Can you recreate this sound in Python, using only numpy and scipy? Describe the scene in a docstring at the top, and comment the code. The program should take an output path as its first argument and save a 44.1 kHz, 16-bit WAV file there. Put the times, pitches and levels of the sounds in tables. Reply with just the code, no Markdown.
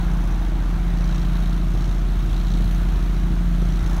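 """Beside a country road, an engine idles close by with a deep throb. A small engine, perhaps a pump,
drones against it and ticks with quick puffs of hiss. Both run throughout, over distant tyre roar
and wind in dry grass. At the start, a car that has passed fades away. From about 1.7 s, light wind
buffets the microphone. Near the end, as at a splice in the sound, the throb dips and resumes
half a beat later; then the tyre roar swells briefly."""
import sys
import numpy as np
from scipy import signal
from scipy.fft import rfft, irfft
from scipy.io import wavfile

SR = 44100
rng = np.random.default_rng(int(sys.argv[2]) if len(sys.argv) > 2 else 0)


def transcribe(signal):
    """Save signal, clipped to [-1, 1], as a 16-bit WAV file at the path in sys.argv[1]."""
    frames = np.atleast_2d(signal).T
    limited = np.clip(frames, -1, 1)
    pcm = np.round(limited * 32767).astype(np.int16)
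    wavfile.write(sys.argv[1], SR, pcm)


N = 176400
T = np.arange(N) / SR


def idling_engine():
    """The near engine fires three times per turn of its shaft: a deep throb with clean overtones."""
    # shaft speed (time [s], speed [turns per second])
    shaft_speed = [(0, 14.2), (.4, 14.19), (.65, 14.14), (1.05, 14.15), (1.35, 14.32), (1.85, 14.4),
                   (2.2, 14.4), (2.38, 14.22), (2.8, 14.54), (3.3, 14.53), (4, 14.44)]
    # loudness of the throb (time [s], level [dB])
    throb_level = [(0, -19.8), (2, -19.2), (3.2, -18.5), (4, -18.5)]
    # tones above the throb (pitch [times the shaft speed], level [dB])
    overtones = [(6, -42.5), (9, -39.5), (12, -46), (15, -56), (18, -59.5), (21, -51.5), (24, -48),
                 (27, -55.5)]
    splice_at_s, splice_s = 3.84, 0.011
    turns = np.cumsum(curve(shaft_speed)) / SR
    splice_dip = np.tanh((splice_at_s - T) / splice_s)  # dips, then resumes half a beat later
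    throb = amp(curve(throb_level)) * splice_dip * tone(3 * turns, waver=0.011)
    return throb + sum(amp(db) * tone(k * turns, waver=0.12) for k, db in overtones)


def small_engine_exhaust(cycles):
    """One smeared putt per firing, built from tones; the strongest is a drone that swells and sinks."""
    # loudness of the drone (time [s], level [dB])
    drone_level = [(0, -28), (.35, -33.5), (.65, -35.5), (.87, -27.5), (1.05, -30), (1.3, -27.5),
                   (1.6, -28.5), (2.05, -36), (2.3, -35.5), (2.52, -28.5), (2.78, -30), (2.98, -34),
                   (3.2, -29.5), (3.65, -26.5), (3.87, -31), (4, -29.5)]
    # the other exhaust tones (pitch [times the firing rate], level [dB])
    overtones = [(2, -33), (3, -46), (4, -46.5), (5, -35), (7, -41), (8, -45), (9, -50.5), (10, -48.5),
                 (11, -45), (12, -53.5), (13, -54.5), (16, -58.5), (20, -61), (21, -61), (22, -62.5),
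                 (23, -60), (24, -55.5), (25, -61.5), (27, -61.5)]
    drone = amp(curve(drone_level)) * tone(6 * cycles, waver=0.011)
    return drone + sum(amp(db) * tone(k * cycles, waver=0.16) for k, db in overtones)


def small_engine_ticking(cycles, firings_per_s):
    """Two short puffs of hiss per firing make a limping tick, heard in three pitch ranges."""
    # the two puffs (place in the cycle [0 to 1], relative level [dB])
    ticks = [(.27, 0), (.87, 2.5)]
    # low, middle and top range of the hiss (frequency [Hz], relative level [dB])
    rasp = [(900, -21), (2000, -7.5), (2700, -8), (3200, 0.5), (3500, -3), (3850, 3.5), (4200, -0.5),
            (4600, -6.5), (5200, -36), (16000, -50)]
    sizzle = [(900, -47), (4000, -13), (4950, -6), (5500, 2.5), (6300, 1), (7200, -6.5), (9500, -16),
              (10400, -25), (11300, -24), (15500, -27)]
    sparkle = [(900, -60), (6000, -16), (8000, -11), (9600, 1), (10400, -4), (11300, -1), (12300, -3.5),
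               (13200, -12), (15500, -3)]
    # loudness of each range (time [s], level [dB])
    rasp_level = [(0, -52), (.25, -61), (.55, -54.5), (.85, -58.5), (1.1, -50.5), (1.28, -50.5),
                  (1.42, -48), (1.65, -56), (1.82, -51.5), (2.1, -56), (2.35, -49), (2.52, -47),
                  (2.75, -52), (3.0, -54), (3.45, -58), (3.75, -50), (4, -55)]
    sizzle_level = [(0, -62), (.25, -56.5), (.55, -60.5), (.9, -62), (1.15, -51.5), (1.3, -59.5),
                    (1.45, -55.5), (1.62, -62), (1.82, -52), (2.1, -62.5), (2.3, -56.5), (2.5, -53.5),
                    (2.8, -60), (3.05, -59), (3.45, -63.5), (3.85, -52), (4, -53.5)]
    sparkle_level = [(0, -64), (.23, -57.5), (.45, -67), (1.2, -65), (1.4, -57), (1.6, -62), (2.15, -67),
                     (2.32, -60), (2.5, -64), (2.72, -54), (2.95, -63), (3.5, -64), (3.7, -60.5), (4, -57)]
    rise_s, decay_s = 0.0007, 0.0061
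    puffs = np.zeros(N)
    for place, db in ticks:
        beat = cycles + 1 - place
        age_s = beat % 1 / firings_per_s
        strength = amp(db + rng.standard_normal(N))[beat.astype(int)]  # puffs vary by about 1 dB
        puffs += strength * (1 - np.exp(-age_s / rise_s)) * np.exp(-age_s / decay_s)
    ticking = np.zeros(N)
    for band, level in [(rasp, rasp_level), (sizzle, sizzle_level), (sparkle, sparkle_level)]:
        hiss = colour(puffs * rng.standard_normal(N), band)
        ticking += flicker(hiss, depth_db=2.5) * amp(curve(level))
    return ticking


def tyre_roar():
    """Distant tyres flutter in the moving air; one car drives away and another swells briefly."""
    # tone colour of the distant roar (frequency [Hz], relative level [dB])
    road_colour = [(20, -2.5), (250, -3.5), (400, -4), (500, -7), (700, -1), (850, -3), (1400, -2),
                   (2000, -10), (3000, -18.5), (5000, -27), (16000, -57)]
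    # its loudness (time [s], level [dB])
    road_level = [(0, -43), (.25, -41.5), (.6, -41), (1.1, -39.5), (1.7, -41.5), (2.5, -42), (3.0, -40.5),
                  (3.4, -41.5), (3.7, -41.5), (4, -39)]
    # tone colour of a single car (frequency [Hz], relative level [dB])
    car_colour = [(20, -39), (400, -7), (600, -7), (850, -1.5), (1100, -6), (1600, -10),
                  (3000, -25.5), (16000, -62)]
    distant = flicker(noise(road_colour), depth_db=1.23)
    distant *= amp(curve(road_level) + 0.12 * drift(rate_hz=24))
    leaving = amp(-39.5 - 14 * T)  # fades by 14 dB each second
    next_car = swell(at_s=3.94, half_width_s=0.072, db=-41)
    return distant + noise(car_colour) * (leaving + next_car)


def wind_on_microphone():
    """Wind pushes on the microphone: a lumpy rumble with buffets and soft bumps."""
    # tone colour of the rumble (frequency [Hz], relative level [dB])
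    rumble_colour = [(10, -20), (28, -24), (45, 4), (80, 1.5), (125, -0.5), (175, -4), (250, -12.5),
                     (350, -14.5), (480, -26), (800, -29.5), (2000, -70), (16000, -77)]
    # short gusts (time [s], half width [s], level [dB])
    buffets = [(1.75, 0.023, -28), (2.29, 0.065, -31), (2.56, 0.044, -26.5), (2.64, 0.02, -24.5),
               (2.98, 0.048, -28), (3.3, 0.038, -27.5), (3.65, 0.031, -36), (3.84, 0.027, -31)]
    # soft bumps (time [s], pitch [Hz], peak level [dB])
    bumps = [(1.753, 500, -25), (2.553, 168, -18), (2.604, 303, -23), (3.626, 310, -21)]
    breeze = amp(-34.5 + 0.5 * drift(rate_hz=12))
    push = np.sqrt(breeze ** 2 + sum(swell(*row) ** 2 for row in buffets))  # their powers add up
    return noise(rumble_colour) * push + sum(air_bump(*row) for row in bumps)


def air_bump(at_s, hz, db):
    """One soft push and rebound of air."""
    phase_squared = (np.pi * hz * (T - at_s)) ** 2
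    return amp(db) * (1 - 2 * phase_squared) * np.exp(-phase_squared)


def dry_grass():
    """Wind in dry grass makes a soft hiss with tiny scattered crackles."""
    # tone colour of hiss and crackles (frequency [Hz], relative level [dB])
    grass_colour = [(20, -16), (1000, -13), (2200, 1), (3800, 0.5), (4900, -8), (6200, -4.5), (7300, -11),
                    (8300, -11), (9800, -11), (10400, -16), (11100, -11), (13000, -13), (15700, -13.5)]
    # loudness of the hiss (time [s], level [dB])
    hiss_level = [(0, -49.5), (.25, -50.5), (.5, -51), (1.0, -49.5), (1.4, -49.5), (2.12, -50), (2.32, -48),
                  (2.5, -48.5), (2.75, -48), (3.3, -49.5), (3.55, -49), (3.9, -49)]
    crackles_per_s, crackle_db, spread_db = 110, -60.5, 1.5
    sizes = amp(spread_db * np.minimum(rng.exponential(1, N), 5))
    signs = rng.choice([-1, 1], N)
    happens = rng.random(N) < crackles_per_s / SR
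    crackles = colour(sizes * signs * happens, grass_colour)
    hiss = flicker(noise(grass_colour), depth_db=1)
    hiss *= amp(curve(hiss_level) + 0.27 * drift(rate_hz=5.9))
    return hiss + amp(crackle_db) * crackles


def amp(db):
    """Turns decibels into a factor to multiply by."""
    return 10 ** (np.asarray(db) / 20)


def unit(x):
    """Scales a signal to an average strength (rms) of 1."""
    return x / np.sqrt(np.mean(x ** 2) + 1e-20)


def curve(points):
    """Joins (time [s], value) points with straight lines."""
    return np.interp(T, *np.transpose(points))


def colour(x, points):
    """Filters a sound by (frequency [Hz], level [dB]) points, then scales it to strength 1."""
    hz, db = np.transpose(points)
    gain = amp(np.interp(np.log(np.fft.rfftfreq(N, 1 / SR) + 1), np.log(hz), db))
    return unit(irfft(rfft(x) * gain, N))


def noise(points):
    """Noise with the given tone colour."""
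    return colour(rng.standard_normal(N), points)


def drift(rate_hz):
    """Slow random wandering of strength 1, up to about the given rate."""
    hz = np.fft.rfftfreq(N, 1 / SR)
    keep_slow = np.exp(-(hz / rate_hz) ** 2) * (hz > 0)
    return unit(irfft(rfft(rng.standard_normal(N)) * keep_slow, N))


def swell(at_s, half_width_s, db):
    """A smooth, bell-shaped rise and fall in loudness."""
    return amp(db) * np.exp(-.5 * ((T - at_s) / half_width_s) ** 2)


def tone(cycles, waver):
    """A sine wave of strength about 1 that wavers in loudness and timing."""
    sway = 1 + waver * (drift(rate_hz=2.4) + 1j * drift(rate_hz=2.4))
    smear = 0.49 * rng.random()  # a random head start keeps tones from forming one sharp pulse
    return np.sqrt(2) * (sway * np.exp(2j * np.pi * (cycles + smear))).real


def flicker(x, depth_db):
    """Lets narrow pitch ranges swell and sink briefly, each by itself."""
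    patch_hz, patch_s = 258, 0.029
    frame, hop = 1024, 256
    spectra = signal.stft(x, nperseg=frame, noverlap=frame - hop)[2]
    across_pitch = np.fft.fftfreq(spectra.shape[0], SR / frame)[:, None] * patch_hz
    along_time = np.fft.fftfreq(spectra.shape[1], hop / SR) * patch_s
    blur = np.exp(-2 * (across_pitch ** 2 + along_time ** 2))
    patches = np.fft.ifft2(np.fft.fft2(rng.standard_normal(spectra.shape)) * blur).real
    spectra *= amp(depth_db * unit(patches))
    return unit(signal.istft(spectra, nperseg=frame, noverlap=frame - hop)[1][:N])


def scene():
    """Two engines, the road and the wind, added up in one channel."""
    firings_per_s = 28.72  # the small engine; its speed regulator wanders slightly around this
    cycles = firings_per_s * T + 0.015 * drift(rate_hz=1.46)
    engines = idling_engine() + small_engine_exhaust(cycles) + small_engine_ticking(cycles, firings_per_s)
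    return (engines + tyre_roar() + dry_grass() + wind_on_microphone())[None]


def record(dry):
    """Cuts off the very highest treble."""
    cutoff_hz = 15750
    low_pass = signal.firwin(801, cutoff_hz, window=("kaiser", 9), fs=SR)
    return signal.oaconvolve(dry, low_pass[None], "same")


dry = scene()
out = record(dry)
transcribe(out)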